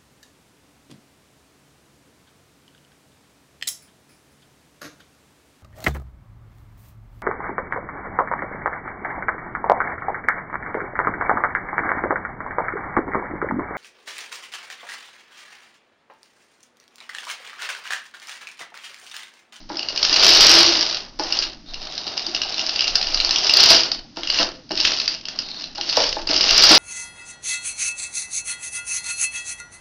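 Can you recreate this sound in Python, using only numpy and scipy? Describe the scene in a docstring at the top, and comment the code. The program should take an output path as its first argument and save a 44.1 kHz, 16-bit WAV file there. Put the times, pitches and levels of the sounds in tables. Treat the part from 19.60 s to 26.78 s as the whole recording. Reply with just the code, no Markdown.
"""A last faint rattle over the quiet of a living room, then a small tracked robot with a wooden box body
knocks into motion on a carpet; it starts, stops and turns. Chain links tick over the sprockets and merge into
a rattle with speed, gears grind into the box, and the box knocks when the drive takes up its slack.
The direct sound leads the room; a small microphone that peaks near 5 kHz overloads on the loudest bursts."""
import sys
import numpy as np
from scipy import signal
from scipy.io import wavfile
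from scipy.ndimage import uniform_filter1d, minimum_filter1d

SR = 44100
rng = np.random.default_rng(int(sys.argv[2]) if len(sys.argv) > 2 else 0)


def master(y):
    """Save y as 16-bit WAV."""
    cut = np.clip(np.atleast_2d(y).T, -1, 1)
    pcm = np.round(cut * 32767)  # scale
    wavfile.write(sys.argv[1], SR, pcm.astype(np.int16))


N = 316638  # samples


def gain_of(db):
    """Decibels to an amplitude factor."""
    return 10 ** (np.asarray(db) / 20)


def evened(x):
    """Scales to an rms of one."""
    return x / np.sqrt(np.mean(x ** 2) + 1e-20)


def read(points, hz):
    """Looks up a spectrum on a log-frequency axis."""
    f, value = np.transpose(points)
    return np.interp(np.log(hz + 1), np.log(f + 1), value)


def colour(x, points):
    """Minimum-phase filter of the given spectrum: a click keeps its sharp front."""
    level_db = read(points, abs(np.fft.fftfreq(4096, 1 / SR)))
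    log_gain = np.log(gain_of(np.maximum(level_db, -100)))
    spectrum = np.exp(np.conj(signal.hilbert(log_gain)))
    taps = np.fft.ifft(spectrum).real[:2048]
    return signal.oaconvolve(x, taps / np.linalg.norm(taps))[:len(x)]


def resonate(x, hz, width):
    """Shifts the pitch hz down to zero, smooths, and shifts back: a resonance of gain one."""
    turn = np.exp(2j * np.pi * np.cumsum(hz * np.ones(len(x))) / SR)
    r = np.exp(-np.pi * width / SR)
    return 2 * (turn * signal.lfilter([1 - r], [1, -r], x / turn)).real


def resonate_twice(x, hz, width):
    """Two equal resonances in a row, for steeper skirts; rms one."""
    return evened(resonate(resonate(x, hz, width), hz, width))


def add(mix, s, sound):
    """Mixes a sound in at a time."""
    part = mix[round(s * SR):][:len(sound)]
    part += sound[:len(part)]


def played(tables, column, silent=-90):
    """One column for every sample; each table coasts to silent in 1/4 s unless the next takes over."""
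    out, t = np.full(N, float(silent)), np.arange(N) / SR
    for rows in map(np.array, tables):
        later = t >= rows[0, 0]
        times = [*rows[:, 0], rows[-1, 0] + 1 / 4]
        out[later] = np.interp(t[later], times, [*rows[:, column], silent])
    return out


def blows(per_s, spread_db, decay):
    """Random blows, each a dying burst of noise; the spread makes a few much larger; rms one at any rate."""
    strikes = np.minimum(rng.exponential(1, N), 4)
    size = gain_of(spread_db * strikes) * (rng.random(N) < per_s / SR)
    power = signal.lfilter([1], [1, -np.exp(-2 / (decay * SR))], size ** 2) / per_s
    return evened(np.sqrt(power) * rng.standard_normal(N))


def waver(per_s):
    """Slow random drift of rms one: 24 sines no faster than per_s."""
    t, hz = np.arange(0, N, 64) / SR, np.geomspace(per_s / 8, per_s, num=24)
    slow = np.sin(2 * np.pi * (hz[:, None] * t + rng.random((len(hz), 1)))).sum(0)
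    return np.interp(np.arange(N) / SR, t, evened(slow))


# the room at rest, as the microphone hears it: (frequency [Hz], level [dB])
QUIET_SPECTRUM = [(40, -30), (70, -13), (130, -12), (240, -7), (310, -9), (370, -25), (640, -28),
                  (1200, -31), (2000, -31), (3500, -27), (4900, -20), (6100, -28), (6800, -45), (8800, -77)]


def quiet_room():
    """Steady noise in the colour of the room at rest."""
    return gain_of(-49.5) * evened(colour(rng.standard_normal(N), QUIET_SPECTRUM))


# pace of the drive, one table a burst, as chain rattle: (time [s], level [dB])
DRIVE_BURSTS = [
    [(0.0, -44.5), (0.06, -58)],
    [(0.09, -38.5), (0.34, -32), (0.65, -13), (0.79, -10.5), (0.86, -9), (1.0, -10), (1.168, -18.5),
     (1.388, -30.5), (1.52, -50.5)],
    [(1.59, -31.5), (1.768, -26.5), (1.874, -31), (1.956, -49), (2.0, -52.5)],
    [(2.06, -52), (2.12, -44), (2.2, -37), (2.9, -31), (3.23, -28.5), (3.56, -28.5), (3.87, -22),
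     (3.98, -17.5), (4.12, -11), (4.22, -20.5), (4.35, -37.5), (4.46, -54.5)],
    [(4.56, -37), (4.622, -36.5), (4.738, -26.5), (4.8, -17.5), (4.926, -42), (5.0, -54)],
    [(5.1, -43), (5.158, -37), (5.2, -25.5), (5.284, -20.5), (5.366, -26), (5.536, -32), (5.63, -45)],
    [(5.645, -44.5), (5.761, -38), (6.059, -39.5), (6.109, -47)],
    [(6.15, -37.5), (6.23, -35), (6.286, -26), (6.458, -21), (6.66, -40.5)],
    [(6.67, -32.5), (6.718, -25), (6.89, -17), (7.004, -12.5), (7.07, -12), (7.18, -8)],
]
# steel links as the microphone colours them: (frequency [Hz], level [dB])
CHAIN_SPECTRUM = [(710, -25.5), (1200, -18), (1320, -15.5), (1460, -16.5), (1880, -17.5), (2040, -16),
                  (2500, -12.5), (2850, -8), (3490, -10), (4460, -4), (5010, -2.5), (5710, -8), (6800, -28),
                  (8840, -63.5), (15000, -120)]


def rattle():
    """Link blows too many to count; the faster the chain, the denser they fall."""
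    level_db = played(DRIVE_BURSTS, column=1)
    links_per_s = np.clip(200 * gain_of(.3 * (level_db + 25)), 180, 2000)
    links = blows(links_per_s, spread_db=3.6, decay=.003)
    sliding = rng.standard_normal(N)  # rollers and rubber pads scuffing
    sliding_share = np.interp(level_db, [-36, -20], [.6, .85])
    return gain_of(level_db) * evened(colour(links + sliding_share * sliding, CHAIN_SPECTRUM))


def paced(full_db, share):
    """Level in dB of a layer that follows a share of the drive's fall below full pace."""
    full_pace_db = -10  # rattle level at full pace
    return full_db + share * (played(DRIVE_BURSTS, column=1) - full_pace_db)


def per_burst(values):
    """The value of the latest burst to start, for every sample."""
    starts = [rows[0][0] for rows in DRIVE_BURSTS]
    return np.array(values)[np.maximum(np.searchsorted(starts, np.arange(N) / SR) - 1, 0)]


def strain(column):
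    """After each knock the load on the gears rises, holds and dies away: a gain for one layer."""
    rise_s, hold_s, fall_db_per_s = 0.0077, 0.02, 225  # hold counts from the knock, rise included
    t, out = np.arange(N) / SR, np.zeros(N)
    for row in KNOCK_EVENTS:
        since = t - row[0]
        fall_db = fall_db_per_s * np.maximum(since - hold_s, 0)
        out += np.clip(since / rise_s, 0, 1) * gain_of(row[column] - fall_db)
    return out


# gear grind heard through the box: (frequency [Hz], level [dB])
GEAR_SPECTRUM = [(41, -45.5), (70, -37), (253, -11), (336, -3.5), (372, 8), (472, 0), (616, 4), (904, 1),
                 (2040, -4.5), (2400, -12), (3120, -26), (5280, -120)]
# box panels singing under the gears: (frequency [Hz], width of each pass [Hz], level [dB])
HUM_PANELS = [(347.5, 75, -5), (619.4, 45, -17.5)]
# a steadier hum at full pace: (start [s], end [s], level [dB])
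DRONE_SPELLS = [(0.7, 0.76, -31), (0.864, 1.178, -30)]
# gear load in each burst; turning on the spot loads them otherwise than rolling: (level [dB])
BURST_LOAD = [0, 2, 0.5, 0.5, 0, -2.5, 0, -3, 0.5]
# soft band near 700 Hz against the grind, in each burst: (level [dB])
BURST_CRAWL = [-15, -14, -9, -3.5, -15, -13, -10.5, -13, -14]


def gears():
    """Uneven tooth blows pass the box and set its panels humming; at a crawl one soft band stands out."""
    teeth = blows(600, spread_db=0.0, decay=0.0049)
    level_db = paced(full_db=-25.5, share=0.76) + per_burst(BURST_LOAD)
    grind = (gain_of(level_db) + strain(column=5)) * evened(colour(teeth, GEAR_SPECTRUM))

    hum = sum(gain_of(db) * resonate_twice(teeth, hz, width) for hz, width, db in HUM_PANELS)
    hum_db = paced(full_db=-34, share=0.63) + 4.5 * waver(8.1)
    hum_gain = gain_of(hum_db) + strain(column=6)

    treads = blows(120, spread_db=2.0, decay=0.006)  # track pads dropping one by one
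    slowness = np.clip((-28.0 - level_db) / 14, 0, 1)
    crawl = slowness * resonate_twice(treads, hz=727, width=180)
    crawl_gain = gain_of(level_db + per_burst(BURST_CRAWL))

    spells = [[(start, db), (end, db)] for start, end, db in DRONE_SPELLS]
    drone = gain_of(played(spells, column=1)) * resonate_twice(teeth, hz=340, width=22)
    return grind + crawl_gain * crawl + hum_gain * hum + drone


# deep rumble: (time [s], level [dB])
RUMBLE_LEVEL = [(0.0, -49), (0.24, -53), (0.56, -40.5), (3.0, -53.5), (3.46, -40), (4.42, -45.5),
                (4.48, -62), (4.84, -34), (4.96, -52.5), (6.34, -51), (6.42, -41.5), (6.86, -36),
                (7.18, -45)]


def rumble():
    """Noise around 17 Hz: a deep, lumpy rumble that swells and wavers."""
    lumps = resonate_twice(rng.standard_normal(N), hz=17, width=18)
    return gain_of(played([RUMBLE_LEVEL], column=1) + 4 * waver(4.7)) * lumps


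def small_links():
    """Rows of lesser ticks at random times, a little above the rattle for the most part."""
    per_s, over_db, spread_db, ring_hz = 19, 4.5, 3.5, (3840, 5400)
    place, size, spot = rng.random((round(N / SR * per_s), 3)).T
    rattle_db = played(DRIVE_BURSTS, column=1)[(place * N).astype(int)]
    peak_db = rattle_db + over_db - spread_db * np.log(size + 1e-2)
    return np.c_[place * N / SR, peak_db, np.interp(spot, [0, 1], ring_hz)].tolist()


# the clearest links snapping on to a tooth: (time [s], peak level [dB], ring centre [Hz])
CLEAR_TICKS = [(0.0917, -31, 4660), (0.1702, -13.5, 5140), (0.193, -12, 4770), (0.2295, -12, 4590),
               (0.2863, -7, 4640), (0.3607, -9, 5130), (0.375, -7, 4570), (0.4285, -3, 4830),
               (0.4492, -3, 5300), (0.4953, -5, 4660), (0.527, -6, 4980), (0.5622, -2, 4340),
               (0.5958, -2, 4860), (0.6377, -6, 5270), (0.7033, -1, 4840), (0.7487, 0, 4970),
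               (1.0082, -5.5, 4570), (1.0625, -1.5, 4680), (1.1722, -10, 4870), (1.1924, -9, 4890),
               (1.2091, -3, 5200), (1.3457, -8, 4460), (1.5962, -8.5, 5400), (1.636, -14.5, 4990),
               (1.724, -3, 4700), (1.7892, -3.5, 5100), (1.8231, -11.5, 4550), (2.1423, -15.5, 4330),
               (2.3787, -11.5, 4270), (2.4673, -17, 4740), (2.4783, -13, 4590), (2.5768, -8, 4720),
               (2.6658, -9.5, 4930), (2.7477, -6.5, 5100), (2.8169, -7, 5300), (2.834, -12, 4060),
               (2.943, -11, 3800), (2.9807, -9.5, 3600), (2.9933, -8.5, 5510), (3.0647, -8.5, 4840),
               (3.0928, -8, 4870), (3.1595, -10, 4680), (3.1924, -4.5, 2870), (3.2068, -4.5, 4680),
               (3.2421, -8, 5340), (3.279, -5.5, 4970), (3.3547, -1, 5030), (3.4268, -7.5, 3950),
               (3.4699, -10, 4870), (3.5442, -4.5, 4850), (3.5739, -7.5, 4060), (3.601, -3, 4250),
               (3.6475, -2.5, 4470), (3.7083, -2, 5090), (3.7594, -2.5, 5100), (3.7843, -7.5, 5400),
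               (3.8452, -5.5, 5420), (3.8677, -5, 5390), (3.895, 0, 4970), (3.937, 2.5, 4600),
               (3.9701, 5, 4400), (4.0006, 1, 4500), (4.0308, -1.5, 4810), (4.0883, -3, 4510),
               (4.1172, -10, 5120), (4.148, -4, 4640), (4.2054, -5.5, 4860), (4.2338, -4.5, 4870),
               (4.3162, -6.5, 4410), (4.5701, -16.5, 4130), (4.6337, -8.5, 2800), (4.673, -10.5, 5350),
               (4.7008, -1.5, 4560), (4.7437, -8.5, 5260), (4.7592, -19, 2720), (4.7872, -3, 4400),
               (4.8015, -6, 4750), (5.0926, -28.5, 5090), (5.1098, -14.5, 4240), (5.1168, -11, 5070),
               (5.1543, -13, 4790), (5.1747, -8.5, 4480), (5.2008, -2, 4600), (5.25, -2.5, 2900),
               (5.3997, -7, 4220), (5.478, -4.5, 5000), (5.5481, -14, 5000), (5.654, -14.5, 4200),
               (5.685, -13.5, 4240), (5.7885, -5.5, 4900), (6.0103, -20, 5020), (6.0407, -14, 4130),
               (6.1553, -21, 4930), (6.1824, -16, 4040), (6.2113, -8.5, 4500), (6.2847, -20, 5350),
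               (6.2961, -7, 4740), (6.3266, -8, 5020), (6.369, -1, 4970), (6.4034, -5, 4910),
               (6.4199, -7, 4930), (6.4656, -10, 5120), (6.6728, -9, 4580), (6.6892, -8, 4610),
               (6.7059, -9, 5130), (6.745, -8, 5340), (6.7615, -4, 5140), (6.8091, -2.5, 4840),
               (6.8404, -4, 4980), (6.8918, -5.5, 2730), (6.9082, -4.5, 5120), (6.9445, -3, 4830),
               (6.9782, 3.5, 4900), (7.0385, 6.5, 4670), (7.0679, -4, 4970), (7.0934, -2, 4450)]


def ticks():
    """Each link gives a sharp click and a short crack, coloured by where it lands, then a weak jingle."""
    out, t = np.zeros(N), np.arange(1600) / SR
    rows = list(CLEAR_TICKS) + small_links()
    noises, plates = rng.standard_normal((len(rows), len(t))), rng.random(len(rows))
    for (s, db, hz), noise, plate in zip(rows, noises, plates):
        length = .0017 * gain_of(.22 * (db + 20))  # seconds; harder snaps last longer
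        click = 3.1 * (t == 0)
        crack = click + noise * (np.exp(-t / length) + 0.25 * np.exp(-t / 0.0046))
        side_plate = 1.6 * plate * resonate(crack, 2830, 230)  # the metal side plate rings more or less
        crack = colour(.4 * crack + resonate(crack, hz, 850) + side_plate, CHAIN_SPECTRUM)
        add(out, s, gain_of(db) * crack / abs(crack).max())
    return out


# slack taken up, a blow into the box, then the gears strain:
# (time [s], peak level [dB], favoured pitch [Hz], narrowness [dB per octave], shudder length [s],
#  strain grind level [dB], strain hum level [dB])
KNOCK_EVENTS = [(0.101, -21, 804, 13, 0.054, -40, -24.5), (1.596, -16.5, 850, 20, 0.045, -44, -28.5),
                (2.468, -30, 700, 6, 0.015, -45, -56), (4.104, -14, 600, 12, 0.037, -30, -26),
                (4.572, -22.5, 820, 5, 0.026, -46, -35), (4.798, -15.5, 520, 16, 0.019, -29.5, -32),
                (5.108, -18, 710, 11.5, 0.023, -54, -28), (6.182, -24, 870, 19, 0.009, -62, -36),
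                (6.374, -5.5, 655, 19.5, 0.022, -29, -33), (6.568, -16, 770, 25, 0.0041, -44, -33),
                (6.697, -18.5, 500, 4, 0.14, -35.5, -32), (7.107, -10, 605, 4, 0.035, -17.5, -20)]
# modes of the wooden box: (frequency [Hz], width of the first pass [Hz], level [dB])
BOX_MODES = [(287, 91, 16.5), (315, 20.4, -2), (520, 34, 5.5), (636, 96, 11), (720, 27, -21.5),
             (837, 88, 9.5), (944, 170, -8.5), (1350, 170, 9), (1630, 64, -17)]


def knocks():
    """A blow and its shudder ring the box; the spot struck favours the modes near one pitch."""
    out, t = np.zeros(N), np.arange(9000) / SR
    noises = rng.standard_normal((len(KNOCK_EVENTS), len(t)))
    for (s, db, centre, narrow, length, *_), noise in zip(KNOCK_EVENTS, noises):
        shudder = noise * (np.exp(-t / .005) + .4 * np.exp(-t / max(length, .004)))
        shake = 25 * (t == 0) + shudder
        ring = np.zeros(len(t))
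        for hz, width, mode_db in BOX_MODES:
            mode_gain = gain_of(mode_db - narrow * abs(np.log2(hz / centre)))
            ring += mode_gain * evened(resonate(resonate(shake, hz, width), hz, 4 * width))
        add(out, s, gain_of(db) * ring / abs(ring).max())
    return out


# thin motor squeal at crawling speed:
# (start [s], end [s], start level [dB], end level [dB], favoured pitch [Hz])
SQUEAL_SPELLS = [(2.061, 2.4, -46, -43, 3870), (2.397, 2.97, -43, -40.5, 3730),
                 (5.805, 6.02, -38, -40.5, 4250)]
# motor casing rings: (frequency [Hz], width of each pass [Hz])
CASING_RINGS = [(3690, 150), (3930, 83), (4300, 140)]


def squeal():
    """Broken puffs ring the motor casing in a few thin, fuzzy lines."""
    spells = [[(start, db, hz), (end, end_db, hz)] for start, end, db, end_db, hz in SQUEAL_SPELLS]
    favoured_hz = played(spells, column=2, silent=4000)
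    puffs = blows(220, spread_db=2.0, decay=.006)
    lines = np.zeros(N)
    for hz, width in CASING_RINGS:
        off_khz = abs(favoured_hz - hz) / 1e3
        lines += gain_of(-13 * off_khz) * resonate_twice(puffs, hz, width)  # 13 dB per kHz
    return gain_of(played(spells, column=1)) * lines


# how long the living room rings: (frequency [Hz], time to fall 60 dB [s])
ROOM_DECAY = [(300, 0.59), (1000, 0.27), (3000, 0.31), (6000, 0.19)]


def room(x):
    """Sparse echoes of random sign, one in every 20 samples, each band dying at its own speed."""
    taps = np.zeros(SR // 2)
    at = np.arange(220, len(taps) - 20, 20)  # first echo about 5 ms after the direct sound
    taps[at + rng.integers(0, 20, len(at))] = rng.choice([-1., 1.], len(at))
    hz, t, z = signal.stft(taps, SR, nperseg=256)
    decay = gain_of(-60 * t / read(ROOM_DECAY, hz)[:, None])
    tail = signal.istft(z * decay, SR, nperseg=256)[1]
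    return signal.fftconvolve(x, tail / np.linalg.norm(tail))[:N]


def scene():
    """Blows get much of the room, steady layers less; all over the quiet of the room."""
    hits = ticks() + knocks()
    steady = rattle() + gears() + squeal()
    echoes = room(gain_of(-4.5) * hits + gain_of(-15.0) * steady)
    return (hits + steady + echoes + rumble() + quiet_room())[None]


def record(dry):
    """The microphone fades out above 8.2 kHz; a limiter that catches single waves sprays thin treble."""
    heard = signal.sosfilt(signal.butter(8, 8200, fs=SR, output="sos"), dry)
    ceiling = .74  # of full scale
    gain = minimum_filter1d(ceiling / np.maximum(abs(heard), ceiling), size=3)
    limited = heard * uniform_filter1d(gain, size=3)
    edge = signal.firwin(511, 15800, window=("kaiser", 9), fs=SR)  # the sprayed treble ends at 15.8 kHz
    return signal.oaconvolve(limited, edge[None], "same")


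dry = scene()
out = record(dry)
master(out)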